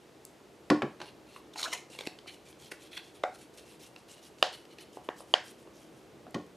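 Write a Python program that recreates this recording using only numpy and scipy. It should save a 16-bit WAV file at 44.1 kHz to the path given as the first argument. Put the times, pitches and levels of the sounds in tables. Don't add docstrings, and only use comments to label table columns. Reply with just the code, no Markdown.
import sys
import numpy as np
from scipy import signal
from scipy.fft import rfft, irfft
from scipy.io import wavfile

SR = 44100
rng = np.random.default_rng(int(sys.argv[2]) if len(sys.argv) > 2 else 0)


def wrap_up_sound(samples):
    columns = np.atleast_2d(samples).T
    tamed = np.clip(columns, -1, 1)
    steps = np.round(tamed * 32767).astype(np.int16)
    wavfile.write(sys.argv[1], SR, steps)


def elevation(decibels):
    levels = np.asarray(decibels, float)
    return 10 ** (levels / 20)


N = 289296

# (frequency [Hz], level [dB])
ROOM_COLOUR = [(150, -19), (400, -6), (750, 2), (1500, -1.5), (3000, -3.5), (6000, -2.5), (14000, -9)]


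def at_hz(points, hz):
    table_hz, table_db = np.array(points)[:, 0], np.array(points)[:, 1]
    return np.interp(np.log(hz + 1), np.log(table_hz), table_db)


def rms_one(x):
    return x / np.sqrt(np.mean(x ** 2) + 1e-20)


def band(x, low_hz, high_hz):
    return signal.sosfilt(signal.butter(2, [low_hz, high_hz], "band", fs=SR, output="sos"), x)


def coloured(x, db_of):
    return irfft(rfft(x) * elevation(db_of(np.fft.rfftfreq(N, 1 / SR))), N)


def resonance(x, hz, width_hz):
    r = np.exp(-np.pi * width_hz / SR)
    poles = [1, -2 * r * np.cos(2 * np.pi * hz / SR), r * r]
    return signal.lfilter(np.array([1, 0, -1]) * (1 - r * r) / 2, poles, x)


def drift(rate_hz):
    r = np.exp(-2 * np.pi * rate_hz / SR)
    chance = rng.standard_normal(N + SR)
    return rms_one(signal.lfilter([1], [1, -2 * r, r * r], chance)[SR:])


def grains(per_s, spread_db):
    sizes = elevation(spread_db * np.minimum(rng.exponential(1, N), 5)) * rng.choice([-1, 1], N)
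    return sizes * (rng.random(N) < per_s / SR) + 1e-18


def swell(t, rise_s):
    return (t / rise_s * np.exp(1 - t / rise_s)) ** 2


def add(out, s, sound):
    i = round(s * SR)
    out[i:i + len(sound)] += sound[:N - i]


def hush():
    # (frequency [Hz], level [dB per Hz])
    air_spectrum = [(18, -64.5), (30, -30), (59, -9), (131, -7.5), (161, -4.5), (355, -3), (473, -2),
                    (512, -7), (584, -5.5), (913, -12.5), (1670, -19.5), (2750, -21.5), (7000, -29),
                    (12000, -34.5), (14000, -40), (16000, -45)]
    # (time [s], level [dB])
    air_levels = [(0, -59.5), (1.06, -56.5), (2.76, -58), (3.84, -56.5), (4.0, -58.5), (6.3, -55.5),
                  (6.56, -58)]
    # (frequency [Hz], width [Hz], lift [dB])
    air_peaks = [(134.3, 12, 8.5), (313, 8.9, 8), (353, 78, 5), (508, 19.7, 4), (11100, 120, -5)]
    # (frequency [Hz], side minus mid [dB])
    side_levels = [(60, -12.5), (180, -13.5), (550, -12), (1650, -7), (4970, -13), (15000, -28)]

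    def mid_db(hz):
        lift = sum(db / (1 + (2 * (hz - peak_hz) / width_hz) ** 2) for peak_hz, width_hz, db in air_peaks)
        return at_hz(air_spectrum, hz) + lift

    white = rng.standard_normal((2, N))
    mid = coloured(white[0], mid_db)
    side = coloured(white[1], lambda hz: mid_db(hz) + at_hz(side_levels, hz))
    both = (mid + side * [[1], [-1]]) / np.std(mid)
    air_db = np.interp(np.arange(N) / SR, *np.transpose(air_levels))
    low = signal.sosfilt(signal.butter(1, 900, fs=SR, output="sos"), both)
    return elevation(air_db + 0.5) * low + elevation(-53.5) * (both - low)


def room(x):
    # (frequency [Hz], t60 [s])
    decay_times = [(150, 0.22), (500, 0.21), (1400, .32), (3700, 0.27), (9000, 0.36), (15000, 0.073)]
    # (frequency [Hz], level re diffuse tail [dB], t60 [s])
    standing_waves = [(603, -21, 0.2), (735, -12, 0.17)]
    first_echo_s, side_db = 0.0047, -19.5
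    t = np.arange(SR // 2) / SR
    edges_hz = 90 * 2 ** np.arange(0, 7.6, .5)
    white, tail = rng.standard_normal((2, 2, SR // 2)), 0
    for k, (low_hz, high_hz) in enumerate(zip(edges_hz, edges_hz[1:])):
        hz = np.sqrt(low_hz * high_hz)
        decay = elevation(at_hz(ROOM_COLOUR, hz) - 60 * t / at_hz(decay_times, hz))
        tail = tail + band(white[k % 2], low_hz, high_hz) * decay
    tail[0] += sum(elevation(db - 60 * t / t60) * np.sin(2 * np.pi * hz * t) for hz, db, t60 in standing_waves)
    tail = tail * np.clip((t - first_echo_s) / 0.0013, .12, 1)
    mid, side = signal.fftconvolve(x[None], tail, axes=1)[:, :N]
    return mid + elevation(side_db) * (side + 1.2 * band(side, 1200, 9000)) * [[1], [-1]]


def thumps():
    # (time of top [s], level [dB], frequency [Hz], rise [s])
    hand_weights = [
        (0.711, -17, 300, .004),
        (0.729, -20, 330, .004),
        (1.006, -43, 350, .004),
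        (1.902, -46, 520, .003),
        (2.0735, -26, 330, .0022),
        (6.28, -46, 250, .006),
        (6.353, -35, 240, .004),
        (6.36, -27, 230, .004),
    ]
    out, t = np.zeros(N), np.arange(2048) / SR
    for s, db, hz, rise_s in hand_weights:
        add(out, s - rise_s, elevation(db) * np.sin(2 * np.pi * hz * t) * swell(t, rise_s))
    return out


def snaps():
    # (time [s], peak [dB], body frequency [Hz], hardness: edge re body [dB])
    landings = [
        (1.361, -36, 1100, -17),
        (1.558, -33, 930, -15),
        (2.259, -44, 676, -19),
        (4.652, -43, 430, -11.5),
        (4.97, -31, 440, -30),
        (5.204, -37, 566, -23.5),
        (5.673, -43, 577, -22),
        (6.266, -39, 640, -28),
    ]
    # (time [s], peak [dB], edge [Hz], body [Hz], breadth: body and air beside the edge [dB])
    buckles = [(1.627, -40, 4000, 1170, 0), (1.732, -36, 2000, 1140, -5), (1.949, -50.5, 2820, 603, 4),
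               (1.988, -37, 2300, 444, 1), (2.008, -39.5, 3650, 483, 1.5), (2.035, -50, 2100, 590, 0),
               (2.054, -48, 2130, 1140, -10), (2.065, -43, 2420, 404, -3), (2.0705, -34, 2620, 400, 2),
               (2.187, -47, 3070, 476, -11), (2.527, -55, 3220, 409, 1), (2.715, -45, 1720, 570, 1),
               (2.718, -41, 2120, 1470, 2), (2.721, -45, 2030, 380, 6), (2.918, -56, 3360, 596, -2),
               (2.975, -35.5, 3400, 950, -12), (3.2347, -38.5, 3720, 700, -21), (3.961, -48, 2700, 694, -2),
               (4.384, -56, 2690, 474, 0), (4.784, -48, 2820, 420, -2)]
    # (time [s], level [dB])
    dry_ticks = [
        (0.251, -31),
        (6.308, -47),
        (6.465, -50),
    ]
    # time, body dB, body Hz, edge Hz, edge dB, air dB
    rows = [(s, db, hz, 2750, db + hard, db + hard - 2) for s, db, hz, hard in landings]
    rows += [(s, db + 2 + broad, body_hz, edge_hz, db, db - 2.5 + broad)
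             for s, db, edge_hz, body_hz, broad in buckles]
    rows += [(s, db - 43, 487, 4630, db - 41, db) for s, db in dry_ticks]
    out, t = np.zeros(N), np.arange(1024) / SR
    noise = rng.standard_normal((len(rows), 3, 1024))
    for (s, body_db, body_hz, edge_hz, edge_db, air_db), (a, b, c) in zip(rows, noise):
        body = np.sin(2 * np.pi * body_hz * t) + 0.47 * rms_one(band(a, body_hz, 2 * body_hz))
        edge = np.sin(2 * np.pi * edge_hz * t) + 0.74 * rms_one(band(b, 1420, 4660))
        air = rms_one(band(c, 5800, 12000))
        add(out, s, elevation(body_db - 3.0) * body * swell(t, 0.0019)
            + elevation(edge_db + 2.5) * edge * swell(t, 0.0017)
            + elevation(air_db - 8.5) * air * swell(t, 0.000814))
    return out


def knocks():
    # (time [s], crack peak [dB], boom [dB], bright edge [dB], deep modes re boom [dB])
    blows = [
        (0.701, -15.5, -21, -16, 0.5),
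        (0.82, -20, -29.5, -60, -0.5),
        (1.002, -39, -49.5, -38, 0),
        (1.015, -32, -69, -30.5, -1),
        (6.344, -29, -32, -27, 5),
    ]
    # (frequency [Hz], level [dB], t60 [s])
    table_modes = [(90.6, -15, 0.22), (104, -34, 0.79), (139.5, -5.5, 0.18), (180.8, -13, 0.4),
                   (229, -9.5, 0.37), (245, 10.5, 0.078), (299, 1.5, 0.27), (324, -1, 0.13),
                   (353.5, 3.5, 0.15), (406, -7, 0.26), (535, 3.5, 0.085), (582, -6, 0.12),
                   (670, -3.5, 0.075), (715, -19, 0.15), (796, -14, 0.16), (993, -7, 0.093),
                   (1090, 2, 0.08), (1440, -15, 0.17)]
    out, boom = np.zeros(N), np.zeros(N)
    t, long = np.arange(2048) / SR, np.arange(SR // 2) / SR
    noise = rng.standard_normal((len(blows), 2, 2048))
    chance = rng.standard_normal((len(blows), len(table_modes), 2))
    touch = 1 - np.exp(-t / 0.00044)
    for (s, crack_db, boom_db, bright_db, deep_db), (dull, bright), draws in zip(blows, noise, chance):
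        rattle = rms_one(band(band(dull, 360, 2010), 410, 5200)) * touch * np.exp(-t / 0.0057)
        thud = np.sin(2 * np.pi * 750 * t) * swell(t, .0007) + .5 * rattle
        edge = rms_one(band(bright, 1670, 5060)) * touch * np.exp(-t / 0.0046)
        air = rms_one(band(bright, 2800, 9900)) * touch * np.exp(-t / 0.0027)
        add(out, s, elevation(crack_db + 1) * thud + elevation(bright_db - 8.0) * edge + elevation(crack_db - 29) * air)
        loose = rms_one(band(rng.standard_normal(len(long)), 187, 456))
        shake = elevation(-60 * long / 0.23) * (1 - np.exp(-long / 0.0026))
        add(boom, s + 0.00401, elevation(boom_db - 4.0) * loose * shake)
        for (hz, level_db, t60), (strong, phase) in zip(table_modes, draws):
            decay = elevation(-60 * long / t60) * (1 - np.exp(-long / 0.0032))
            ring = np.sin(2 * np.pi * hz * long + 0.46 * phase) * decay
            mode_db = boom_db + level_db - 3.5 + 3.24 * strong + deep_db * (hz < 200)
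            add(boom, s + .006, elevation(mode_db) * ring)
    return out, band(boom, 91, 4200)


def cracks():
    breaks = [
        (3.2386, -16, [(650, 345, 1), (1440, 350, -19), (2110, 350, -13), (3450, 430, -19), (6150, 500, -55), (8450, 2500, -61)]),
        (4.4275, -14, [(636, 400, 0.5), (920, 280, -8.5), (1230, 386, -7), (1700, 300, -7.5), (2895, 400, 3.5), (3620, 350, -3.5), (4730, 700, -6), (5940, 400, -24), (9860, 2100, -20.5)]),
        (5.0892, -26, [(373, 323, -2.5), (595, 414, 1), (980, 530, 0), (1730, 400, -6.5), (2880, 400, -12), (3500, 354, -13), (4800, 500, -35), (8770, 2000, -45)]),
        (5.3400, -12.5, [(617, 474, -4), (965, 410, -6), (1530, 350, -12.5), (2110, 380, -19), (3074, 420, 0), (4570, 410, -11.5), (6700, 360, -20.5), (9400, 1300, -33)]),
    ]
    treble_levels = [-46, -21, -38, -31]
    wall_shares = [-34, -31.5, -33, -35.5]
    # (frequency [Hz], level [dB per Hz])
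    wall_colours = [
        [(150, -57), (250, -26), (760, 1.5), (921, -23), (1490, -10), (1700, -30), (2040, -16.5), (2750, -32),
         (3400, -42), (9000, -49), (11700, -79), (19800, -120)],
        [(150, -54), (250, -19), (357, -20), (420, -7.5), (600, -1), (800, -3), (1000, -11.5), (1800, -11),
         (2190, -18.5), (3030, -8), (5000, -16), (12000, -45), (15600, -75.5), (22000, -120)],
        [(150, -39), (250, -8.5), (818, -2), (1530, -9), (1760, -2.5), (2430, -22), (2950, -13), (3690, -29),
         (7000, -31.5), (9100, -64), (15400, -120)],
        [(150, -55), (250, -24), (609, -3), (1280, -14.5), (1500, -6), (2700, -14), (3080, -8.5), (3990, -18.5),
         (4920, -17), (12000, -48), (15600, -79), (22000, -120)],
    ]
    fill_db = -14
    out, walls, t = np.zeros(N), np.zeros(N), np.arange(1024) / SR
    bins_hz = np.fft.rfftfreq(512, 1 / SR)
    for (s, level_db, modes), air_db, wall_db, colour in zip(breaks, treble_levels, wall_shares, wall_colours):
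        rough = rng.standard_normal((len(modes), 1024))
        for (hz, width_hz, db), noise in zip(modes, rough):
            rise_s = .55 / min(width_hz, 600)
            grit = rms_one(resonance(resonance(noise, hz, width_hz), hz, 2 * width_hz))
            ring = np.sin(2 * np.pi * hz * t + 3 * noise[0]) + 0.42 * grit
            add(out, s - rise_s, elevation(level_db + db) * 0.0016 / rise_s * ring * swell(t, rise_s))
        air = elevation(level_db + air_db) * rms_one(band(rough[0], 6000, 13500))
        fill = elevation(level_db + fill_db + .4 * (air_db + 28)) * rms_one(band(rough[1], 700, 3000))
        add(out, s - .0011, swell(t, .0012) * (air + fill))
        pulse = irfft(elevation(at_hz(colour, bins_hz) - at_hz(ROOM_COLOUR, bins_hz)))
        pulse = np.roll(pulse, 256) * np.hanning(512)
        add(walls, s - 256 / SR, elevation(level_db + wall_db + 19.0) * pulse / np.linalg.norm(pulse))
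    return band(out, 224, 15500), walls


def peeling():
    # (time of top [s], level [dB], rise and fall by 20 dB [s], disc ring [Hz])
    clumps = [(1.539, -50, .008, 3700), (1.562, -50, .015, 5400), (1.582, -43, .02, 4230),
              (1.595, -41, .02, 3030), (1.606, -40, .016, 4200), (1.615, -36, .0055, 3000),
              (1.631, -32, .006, 4000), (1.641, -36, .012, 3900), (1.649, -37, .008, 3700),
              (1.660, -45, .012, 3000), (1.680, -46, .025, 2600), (1.705, -52, .03, 2800),
              (1.720, -45, .012, 2820), (1.730, -38, .008, 3660), (1.735, -30, .011, 2000),
              (1.750, -46, .022, 2500), (1.778, -50, .04, 2200), (1.81, -62, .05, 2200)]
    # (time of top [s], level [dB], rise and fall by 20 dB [s], ring [Hz])
    flexes = [
        (1.575, -53, .025, 800),
        (1.595, -50, .015, 1250),
        (1.642, -42, .012, 1050),
        (1.657, -40, .009, 1200),
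        (1.665, -33, .011, 1300),
        (1.680, -42, .018, 650),
        (1.727, -50, .012, 1150),
        (1.739, -45, .014, 950),
        (1.755, -48, .02, 750),
    ]
    # (frequency [Hz], level [dB])
    stiff_modes = [(2100, -6), (3030, 0), (4050, 0), (5400, -2), (6800, -6)]
    t, out = np.arange(N) / SR, np.zeros(N)
    slips = grains(per_s=6000, spread_db=1.8)
    disc = rms_one(sum(elevation(db + 2.1 * drift(40)) * (-1) ** k * resonance(slips, hz, hz / 12)
                       for k, (hz, db) in enumerate(stiff_modes)))
    fizz = rms_one(band(slips, 5000, 10500))
    page = rms_one(band(slips, 450, 2400))
    for rows, stiff, q in [(clumps, 1, 9), (flexes, 0, 4)]:
        for s, db, span_s, hz in rows:
            now = slice(round((s - .1) * SR), round((s + .2) * SR))
            side_s = np.where(t[now] < s, .8 * span_s, 1.2 * span_s)
            clump = elevation(db + .3 - 20 * np.abs(t[now] - s) / side_s)
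            ring = rms_one(resonance(resonance(slips[now], hz, hz / q), hz, 2 * hz / q))
            stiff_part = stiff * (.7 * disc[now] + elevation(-9) * fizz[now])
            out[now] += clump * (ring * (1 - .3 * stiff) + stiff_part + .25 * page[now])
    return out


def rubbing():
    # (frequency [Hz], level [dB per Hz])
    hiss_spectrum = [(1180, -44.5), (2000, -54.5), (2810, -0.5), (3740, -1), (9170, -3), (12000, -8),
                     (14000, -16), (16000, -30)]
    # (frequency [Hz], width [Hz], level [dB])
    disc_modes = [(2300, 1170, 4), (2820, 180, 2), (3400, 700, -6.5), (4305, 410, 7.5), (5600, 850, -11)]
    # (start [s], length [s], hiss [dB], disc ring re hiss [dB])
    strokes = [(2.448, 0.071, -64, 2.5), (2.581, 0.11, -62.5, 3), (2.79, 0.09, -64, 4),
               (2.911, 0.066, -60.5, 10), (3.03, .08, -69, 1.5), (3.14, 0.04, -64, 2),
               (3.326, 0.044, -64, 2), (3.382, 0.066, -63.5, 2), (3.53, 0.037, -66.5, -5),
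               (3.567, 0.042, -59.5, 2.5), (3.65, 0.11, -66, 2), (3.791, 0.09, -60.5, 1),
               (3.975, 0.03, -69, -3), (4.078, 0.074, -60.5, 3), (4.16, .04, -70, 6),
               (4.214, 0.075, -62, -4), (4.378, 0.097, -63.5, -6), (4.522, 0.032, -52.5, 6),
               (4.693, 0.053, -71, 10), (4.78, 0.056, -63, 7.5), (4.922, 0.058, -63.5, -4),
               (5.031, 0.042, -67.5, 0), (5.16, 0.07, -61, -10), (5.272, 0.068, -69, -2),
               (5.428, 0.096, -60.5, 0.5), (5.58, 0.06, -71.5, -11)]
    # (start [s], length [s], hiss [dB], ring re hiss [dB])
    slides = [(0.992, 0.11, -67, 11.5), (1.263, 0.14, -68, 6.5), (1.896, 0.078, -59, 5.5),
              (1.978, 0.058, -60, 6.5), (2.045, 0.039, -62, -8), (2.268, 0.036, -57, 12.5),
              (2.304, 0.052, -65, -19), (2.71, 0.017, -54.5, -5), (2.964, 0.019, -57.5, 11.5),
              (5.72, 0.15, -67.5, -3), (5.87, .2, -76, -1)]
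    # (time [s], frequency [Hz])
    grip = [(1.9, 2750), (2.0, 3500), (2.1, 2400), (2.3, 3020), (2.46, 2320), (2.58, 3230), (3.2, 3400),
            (3.4, 4550), (3.56, 2680), (4.1, 2850), (4.8, 2980), (5.5, 3210)]
    land_s, lift_s = .013, 0.0065
    arch = 0.55
    drag_db, drag_s, drag_ring_db = -9.5, 0.049, 3

    slips = grains(per_s=4500, spread_db=2.2) * elevation(1.1 * drift(62.3))
    hiss = rms_one(coloured(slips, lambda hz: at_hz(hiss_spectrum, hz)))
    centres_hz = np.geomspace(2200, 16000, num=9)
    patches = 0
    for mid_hz in centres_hz:
        def patch_db(hz):
            return 20 * np.log10(np.interp(hz, centres_hz, centres_hz == mid_hz) + 1e-9)
        patches = patches + coloured(hiss, patch_db) * elevation(2.2 * drift(25))
    hiss = rms_one(patches)
    disc = rms_one(sum(elevation(db + 2.1 * drift(32)) * (-1) ** k
                       * resonance(resonance(slips, hz, width_hz), hz, 2 * width_hz)
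                       for k, (hz, width_hz, db) in enumerate(disc_modes)))

    moves = list(strokes) + list(slides)
    out, fibre_hz = np.zeros(N), rng.uniform([5500, 9500], [7500, 11500], (len(moves), 2))
    for (s, length_s, hiss_db, ring_db), (early_hz, late_hz) in zip(moves, fibre_hz):
        t = np.arange(round((length_s + 0.15) * SR)) / SR
        along, after = np.clip(t / length_s, 0, 1), np.maximum(t - length_s, 0)
        pressure = np.clip(t / land_s, 0, 1) ** 2 * (1 - arch + arch * np.sin(np.pi * along ** 1.4))
        pressure = pressure * np.exp(-after / lift_s)
        drag = elevation(drag_db) * along ** 2 * np.exp(-after / drag_s)
        first = round((s - .006) * SR)
        now = slice(first, first + len(t))
        free_hz = np.interp(s, *np.transpose(grip))
        free = rms_one(resonance(resonance(slips[now], free_hz, 200), free_hz, 350))
        tint = (1 - along) * resonance(hiss[now], early_hz, 2197) + along * resonance(hiss[now], late_hz, 2490)
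        fibres = 0.74 * hiss[now] + 0.6 * tint
        ring = elevation(ring_db - 6.5) * (disc[now] + 0.5 * free)
        rub = (pressure + drag) * fibres + (pressure + elevation(drag_ring_db) * drag) * ring
        add(out, s - .006, elevation(hiss_db + 3.2) * rub)
    return out


def scene():
    contact, boom = knocks()
    crack, crack_walls = cracks()
    taps, paper = snaps() + contact, rubbing() + peeling()
    direct = taps + boom + thumps() + crack + paper
    scatter = rng.standard_normal(200) * np.exp(-np.arange(200) / 8.)
    scatter = scatter / np.linalg.norm(scatter)
    apart = band(signal.fftconvolve(taps + crack + .6 * paper, scatter)[:N], 800, 15500)
    apart = apart + 1.6 * band(apart, 8000, 15500)
    towards_walls = elevation(-33) * taps + elevation(-37) * boom + crack_walls + elevation(-37.0) * paper
    return direct + elevation(-25.5) * apart * [[-1], [1]] + room(towards_walls) + hush()


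def band_limit(x):
    return signal.sosfilt(signal.butter(12, 16470, fs=SR, output="sos"), x)


def record(dry):
    top_edge = signal.ellip(12, .1, 60, 15350 + 100, fs=SR, output="sos")
    mix = signal.sosfilt(top_edge, dry)
    return band_limit(mix)


dry = scene()
out = record(dry)
wrap_up_sound(out)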